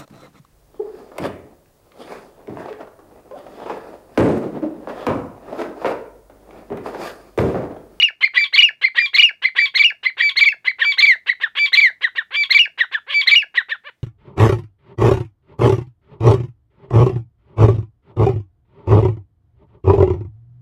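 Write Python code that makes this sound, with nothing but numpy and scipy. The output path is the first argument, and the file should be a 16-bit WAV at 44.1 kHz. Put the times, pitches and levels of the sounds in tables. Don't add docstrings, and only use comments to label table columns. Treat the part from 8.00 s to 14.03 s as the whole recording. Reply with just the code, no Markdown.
import sys
import numpy as np
from scipy import signal
from scipy.fft import rfft, irfft, next_fast_len
from scipy.io import wavfile
from scipy.ndimage import uniform_filter1d, map_coordinates

SR = 44100
rng = np.random.default_rng(int(sys.argv[2]) if len(sys.argv) > 2 else 0)


def level_to_linear(level):
    exponent = np.asarray(level, float) / 20
    return 10 ** exponent


def unload_audio(sound):
    columns = np.transpose(np.atleast_2d(sound))
    steps = np.round(np.clip(columns, -1, 1) * 32767)
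    wavfile.write(sys.argv[1], SR, steps.astype(np.int16))


N = 265923

# start_s, length_ms, pitch_hz, level_db
LONG_NOTES = [
    (.374, 68, 2359, -14.5),
    (.989, 71, 2402, -17.5),
    (1.588, 70, 2340, -14.5),
    (2.22, 74, 2329, -14),
    (2.85, 72, 2328, -14.5),
    (3.594, 67, 2336, -14),
    (4.364, 72, 2340, -15.5),
    (5.143, 71, 2324, -13),
]
# start_s, length_ms, top_hz, level_db
ARCHED_NOTES = [
    (0.536, 22, 2230, -10.5),
    (1.142, 21, 2197, -9.5),
    (1.751, 24, 2178, -10.5),
    (2.367, 24, 2205, -10),
    (2.983, 22, 2170, -8.5),
    (3.73, 21, 2128, -7),
    (4.505, 20, 2168, -7.5),
    (5.272, 17, 2131, -6),
]
# start_s, length_ms, leap_ms (until the high register, 99 for none), level_db
HELD_NOTES = [
    (-.015, 34, 10, -13),
    (.58, 32, 10, -5),
    (1.185, 30, 11, -5.5),
    (1.795, 28, 99, -7.5),
    (2.41, 30, 99, -7),
    (3.026, 29, 99, -6),
    (3.774, 28, 99, -6.5),
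    (4.548, 29, 99, -6.5),
    (5.316, 29, 99, -6.5),
]
# start_s, length_ms, leap_ms (until the high register, 99 for none), level_db
SINKING_NOTES = [
    (.024, 64.6, 5, -9),
    (.624, 66.65, 8, -7),
    (1.226, 69, 8, -7),
    (1.838, 68, 8, -9),
    (2.457, 68, 32, -10.5),
    (3.068, 71.83, 99, -10),
    (3.814, 72.2, 99, -10.5),
    (4.589, 69.5, 5, -8.5),
    (5.353, 72, 6, -8.5),
]
# start_s, rasp_ms, swell_ms, pitch_hz, level_db
TIGHT_CLUCKS = [
    (.207, 24.6, 17.3, 2112, -6),
    (0.337, 30.8, 15.6, 1980, -7),
    (.813, 25, 17.2, 2090, -6.5),
    (0.947, 30.8, 16, 1902, -7),
    (1.419, 27, 14.6, 2067, -8),
    (1.551, 32.5, 10.7, 1930, -7),
    (2.03, 26, 16, 2044, -10),
    (2.169, 34, 10.7, 1898, -9.5),
    (2.645, 29.1, 12, 2030, -8.5),
    (3.261, 30.2, 10.5, 1952, -7.5),
]
# start_s, rasp_ms, first_hz, level_db
SLACK_CLUCKS = [
    (2.785, 32, 1950, -9),
    (3.4, 35, 1933, -11.5),
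    (4.009, 33, 2057, -9.5),
    (4.151, 31, 1955, -13.5),
    (4.776, 31, 2027, -8),
    (4.913, 33, 1866, -13.5),
    (5.542, 34, 2049, -8),
    (5.685, 33, 1923, -16),
]
# freq_hz, level_db
HALF_SPEED_THROAT = [(700, -29), (1100, -7.5), (2200, -4), (3300, 3.5), (4500, -15), (5400, -29.5),
                     (15000, -52)]
# freq_hz, level_db
AIR_THROAT = [(700, -40.5), (1100, -14), (2200, 10.5), (3350, 11), (4500, -14), (5400, -27.5),
              (8000, -32.5), (15000, -42.5)]

RASP_HZ = 590


def unit(x):
    return x / np.sqrt(np.mean(x ** 2) + 1e-20)


def along(points, hz):
    f, v = np.transpose(points)
    return np.interp(np.log(hz + 1), np.log(f), v)


def wobble(rate):
    coarse = np.arange(0, N + 8, 8)
    knots = rng.standard_normal(int(N * rate / SR) + 4)
    return np.interp(np.arange(N), coarse, map_coordinates(knots, [coarse * rate / SR]))


def filtered(x, response):
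    m = next_fast_len(N + 8192)
    return irfft(rfft(x, m) * response(np.fft.rfftfreq(m, 1 / SR)), m)[:N]


def after(row):
    return row[0] + row[1] / 1000


def shaped(shape, s, ms, hz=1, db=0, start=0, stop=1):
    share, pitch, level = np.transpose(shape)
    u = np.unique(np.clip([start, *share, stop], start, min(stop, 1)))
    f = hz * np.interp(u, share, pitch)
    g = db + np.interp(u, share, level)
    return list(zip(s + u[:-1] * ms / 1000, np.diff(u) * ms, f[:-1], f[1:], g[:-1], g[1:]))


def beak(rows, db):
    return [(*row, db) for row in rows]


def played(rows, join, edge=70):
    s, ms, hz0, hz1, db0, db1, *extra = np.transpose(sorted(rows))
    next_s = np.append(s[1:], 9)
    end = np.minimum(s + ms / 1000, next_s - 1e-4)
    t = np.arange(N) / SR
    knots = np.ravel([s, end], "F")
    note = np.clip(np.searchsorted(s, t) - 1, 0, None)
    leaps_up = np.append(hz0[1:], 9) > 1.3 * hz1
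    apart = (next_s - end > join) | leaps_up
    silent = (t < s[0]) | (t > end[note]) & apart[note]
    hz = np.interp(t, knots, np.ravel([hz0, hz1], "F"))
    gain = level_to_linear(np.interp(t, knots, np.ravel([db0, db1], "F"))) * ~silent

    def smooth(v):
        return uniform_filter1d(uniform_filter1d(v, int(edge)), int(edge))

    return [smooth(hz), smooth(gain)] + [smooth(e[note]) for e in extra]


def air(throat):
    return unit(filtered(rng.standard_normal(N), lambda f: level_to_linear(along(throat, f)) * (f > 250)))


def whistle(rows, breath_db, upper_db, half_db):
    # freq_hz, level_db
    overtone_colour = [(4800, -1.5), (5700, -11.5), (6900, -8.5), (9200, -26), (11500, -21.5),
                       (14000, -19.5), (15700, -39.5)]
    leap_hz = 2450
    hz, gain, beak_db = played(rows, join=.013)
    phase = 2 * np.pi * np.cumsum(hz * (1 + 0.0025 * wobble(300))) / SR
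    octave = level_to_linear(beak_db + along(overtone_colour, 2 * hz) + 0.27 * wobble(180))
    upper = sum(level_to_linear(along(overtone_colour, k * hz) + 3.4 * wobble(300)) * np.sin(k * phase)
                for k in range(3, 8))
    upper *= level_to_linear(0.44 * np.minimum(beak_db, 0) + upper_db) * np.abs(gain) ** 0.32
    tone = (np.sin(phase) + octave * np.sin(2 * phase)) / np.sqrt(1 + octave ** 2) + upper
    halves = sum(level_to_linear(db) * (1 + 0.79 * wobble(200)) * np.sin(k * phase / 2)
                 for k, db in ((1, -19), (3, 4.5), (5, -23.5)))
    tone += np.clip((leap_hz - hz) / 100, 0, 1) * level_to_linear(half_db) / (0.15 + np.abs(gain)) * halves
    return gain * (np.sqrt(2) * tone * level_to_linear(0.25 * wobble(340)) + level_to_linear(breath_db) * air(AIR_THROAT))


def break_gaps():
    break_hz = 1185
    gaps = [(after(r), 1000 * (q[0] - after(r)), break_hz, -15, -15)
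            for r, q in zip(ARCHED_NOTES, HELD_NOTES[1:])]
    gaps += [(after(r), 1000 * (q[0] - after(r)), break_hz, -19, -20)
             for r, q in zip(HELD_NOTES, SINKING_NOTES)]
    return gaps


def caller_whistles():
    # length_share, pitch_ratio, level_db
    level_shape = [(0, 1, -2), (.6, .991, 0), (.93, .982, -1), (1, .95, -2)]
    arch_shape = [(0, .85, -9), (.3, .95, -3), (.55, 1, -1), (.8, .97, -1), (1, .88, -3)]
    # length_share, pitch_hz, level_db
    hold_shapes = [
        [(0, 2350, -0.5), (.4, 2308, -2), (.75, 2285, 2), (1, 2086, -6.5)],
        [(.3, 2957, 5.5), (.8, 2840, -2.5)],
    ]
    sink_shapes = [
        [(0, 2386, -1.5), (.12, 2345, 0), (.5, 2093, 3), (.75, 1950, 0.5), (1, 1740, -11.5)],
        [(.1, 2909, 2), (.4, 2812, 0), (.52, 2712, -6.5), (.85, 2505, -16.5), (1, 2150, -11.5)],
    ]
    # length_ms, first_hz, last_hz, first_db, last_db
    plunge = (7, 1100, 400, -46, -48)
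    # length_ms, first_hz, last_hz, first_db, last_db
    puff = (12, 690, 650, -58, -61)
    plunge_after_s, puff_after_s, runup_ms = .014, .036, 6

    notes = []
    for s, ms, hz, db in LONG_NOTES:
        notes += beak(shaped(level_shape, s, ms, hz, db), -12)
    for s, ms, hz, db in ARCHED_NOTES:
        notes += beak(shaped(arch_shape, s, ms, hz, db), .5)
    for rows, (low, high), beak_db in (HELD_NOTES, hold_shapes, -16), (SINKING_NOTES, sink_shapes, -18):
        back = high[-1][0]
        for s, ms, leap, db in rows:
            notes += beak(shaped(low, s, ms, db=db, stop=leap / ms), beak_db)
            if leap < ms:
                notes += beak(shaped(high, s, ms, db=db, start=leap / ms, stop=back), -19.5)
                notes += beak(shaped(low, s, ms, db=db - 6, start=min(back, 1)), -9.5)
            notes += beak([(s - runup_ms / 1000, runup_ms, 1850, 2250, db - 17, db - 12.5)], 1)
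    notes += beak([(after(r) + plunge_after_s, *plunge) for r in SINKING_NOTES], -31)
    notes += beak([(after(r) + puff_after_s, *puff) for r in SINKING_NOTES], -31)

    slides = []
    for s, ms, f, a, b in break_gaps():
        slides += [(s, 4, 1950, 1700, a - 2.5, a - 1.5), (s + .004, 6, 1700, 1620, a - 1.5, a - 9)]
    slides += [(after(r), 7, 1800, 1690, r[3] - 2, r[3] - 8) for r in LONG_NOTES]
    return whistle(notes + beak(slides, 23), breath_db=-31.0, upper_db=-18.5, half_db=-40.5)


def hoarse(rows, throat, tilt, top, rough_db, hiss_db):
    hz, gain = played(rows, join=.009, edge=80)
    effort = np.clip(np.log10(np.abs(gain) + 1e-9) + 2.1, .05, 1.2)
    phase = 2 * np.pi * np.cumsum(hz * (1 + 0.03038 * effort * wobble(250))) / SR
    levels = [level_to_linear(along(throat, k * hz) + tilt * effort * np.log2(min(k, top))) for k in range(1, 12)]
    stack = 0
    for k, level in enumerate(levels, 1):
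        rough = level_to_linear(rough_db * effort * (np.tanh(wobble(160)) - 0.82))
        stack = stack + level * rough * np.sin(k * phase + k * k)
    stack *= np.sqrt(2 / np.sum(np.square(levels), 0))
    hiss = level_to_linear(hiss_db) * effort ** 2 * air(AIR_THROAT) * (1 + 0.11 * np.sin(phase))
    return gain * (stack + hiss)


def caller_breaks():
    # length_share, pitch_ratio, level_db
    tail_shape = [(0, 1.04, -11), (.2, 1, -10), (.5, 1, -11), (.65, 1, -20), (1, .98, -40)]
    tail_ms, tail_hz = 50, 1095
    lead_ms, lead_from_hz, lead_hz = 24, 1100, 1104
    slack = [(s, ms, f - 60, f, a - 5, b - 3) for s, ms, f, a, b in break_gaps()]
    for r in LONG_NOTES:
        slack += shaped(tail_shape, after(r), tail_ms, tail_hz, r[3])
        slack += [(r[0] - lead_ms / 1000, lead_ms, lead_from_hz, lead_hz, -25, -20)]
    return hoarse(slack, HALF_SPEED_THROAT, tilt=4, top=3, rough_db=5, hiss_db=-4)


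def fades(ends):
    hz, gain = played([(s, ms, 1.03 * f, .9 * f, a, b) for s, ms, f, a, b in ends], join=0, edge=200)
    return gain * unit((1 + 0.82 * wobble(500)) * np.sin(2 * np.pi * np.cumsum(hz) / SR))


def caller_fades():
    fade_ms, fade_hz = 23, 1715
    return fades([(after(r), fade_ms, fade_hz, -19, -43) for r in SINKING_NOTES])


def rasps(starts):
    # freq_hz, level_db
    rasp_throat = [(300, -8), (1150, -4), (1800, 0), (3000, -12), (4400, -24), (5200, -50), (15000, -58)]
    rows, end, before = [], 0, 0
    for s, ms, hz, a, b in sorted(starts):
        first = before if s - end < .009 else .58 * hz
        knee_hz = first + (.75 if hz > first else .3) * (hz - first)
        knee_db = a + 0.55 * (b - a)
        early = .4 * ms
        rows += [(s, early, first, knee_hz, a, knee_db)]
        rows += [(s + early / 1000, ms - early, knee_hz, hz, knee_db, b)]
        end, before = s + ms / 1000, hz
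    return hoarse(rows, rasp_throat, tilt=9, top=6, rough_db=7, hiss_db=-3)


def openings():
    # start_s, length_ms, pulse_rate_hz, first_db, last_db
    grunts = [
        (3.552, 40, 590, -29.5, -19),
        (4.307, 52, 611.8, -39, -22),
        (5.065, 47, 591.2, -50.5, -22),
        (5.107, 33, 549, -19, -32),
        (5.836, 39, 601, -57, -29.5),
        (5.876, 23.6, 446, -33, -36.5),
    ]
    clucks = [(s, ms, RASP_HZ, 0.58 * db - 33, 0.32 * db - 17)
              for s, ms, *_, db in TIGHT_CLUCKS + SLACK_CLUCKS]
    arches = [(s - .01, 11, RASP_HZ, -36, -23) for s, *_ in ARCHED_NOTES]
    return rasps(grunts + clucks + arches)


def mate():
    # length_share, glide_share, level_db
    swell_shape = [(0, -.5, -8.5), (0.599, 0.13, -1.5), (.85, -0.027, 4), (1.002, 0.61, -6.5)]
    # length_share, pitch_ratio, level_db
    tail_shape = [(0, 1.17, -12), (.45, 1.08, -12), (.82, .92, -18), (.9, .75, -34), (1, .3, -46)]
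    drop_shape = [(0, 1, -4), (.1, .96, 0), (.3, .89, -2), (.37, .86, -13), (.88, .7, -21), (.92, .55, -30),
                  (1, .25, -44)]
    level_swell_hz, glide_per_hz = 2030, 0.4
    tail_ms, drop_ms, lead_ms = 34, 45, 23
    slack, tight = .46, .54

    notes, lead, ends = [], [], []
    for s, ms, swell_ms, hz, db in TIGHT_CLUCKS:
        on = s + ms / 1000
        glide = [(u, hz + g * glide_per_hz * (hz - level_swell_hz), d) for u, g, d in swell_shape]
        notes += beak(shaped(glide, on, swell_ms, db=db), -14)
        notes += beak(shaped(tail_shape, on + swell_ms / 1000, tail_ms, hz, db), -18)
    for s, ms, hz, db in SLACK_CLUCKS:
        notes += beak(shaped(drop_shape, s + ms / 1000, drop_ms, hz, db), -13)
        ends += [(s + (ms + 0.62 * drop_ms) / 1000, 12, 0.54 * hz, db - 24, db - 39)]
    for s, ms, *_, hz, db in TIGHT_CLUCKS + SLACK_CLUCKS:
        start = s + (ms - lead_ms) / 1000
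        lead += [(start, lead_ms, slack * hz, tight * hz, 0.15 * db - 28, 1.2 * db - 18)]
    half = hoarse(lead, HALF_SPEED_THROAT, tilt=3, top=3, rough_db=5, hiss_db=-4)
    return whistle(notes, breath_db=-27.5, upper_db=-27, half_db=-43.5) + half + fades(ends)


def reeds(x):
    # freq_hz, t60_s
    decay = [(500, 0.019), (2000, 0.17), (5000, 0.17)]
    hz, t, z = signal.stft(rng.standard_normal(SR // 2), SR, nperseg=256)
    dying = z * level_to_linear(-60 * t / along(decay, hz)[:, None])
    tail = signal.istft(dying, SR, nperseg=256)[1]
    late = np.pad(x, (300, 0))
    return signal.fftconvolve(late, tail / np.linalg.norm(tail))[:N]


def field():
    # freq_hz, level_db (per Hz)
    quiet_colour = [(18, -22.5), (45, -0.5), (114, 4.5), (292, -1.5), (852, -7.5), (15500, -25)]
    return unit(filtered(rng.standard_normal(N), lambda f: level_to_linear(along(quiet_colour, f))))


def scene():
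    voice = caller_whistles() + caller_breaks() + caller_fades() + openings() + mate()
    return (voice + level_to_linear(-15) * reeds(voice))[None]


def top_cut(x):
    return signal.sosfilt(signal.butter(12, 15750, fs=SR, output="sos"), x)


def record(dry):
    low_cut_hz = 150
    swing = uniform_filter1d(np.abs(signal.hilbert(dry, next_fast_len(N))[:, :N]), size=12)
    held = dry / (1 + (swing / .9) ** 6) ** (1 / 6)
    held = filtered(held[0], lambda f: 1j * f / (low_cut_hz + 1j * f))[None]
    hiss_gain = level_to_linear(-71.0 + 1.5 * wobble(0.86)) + level_to_linear(-62.5) * uniform_filter1d(swing, 900)
    return top_cut(held + hiss_gain * field())


dry = scene()
out = record(dry)
unload_audio(out)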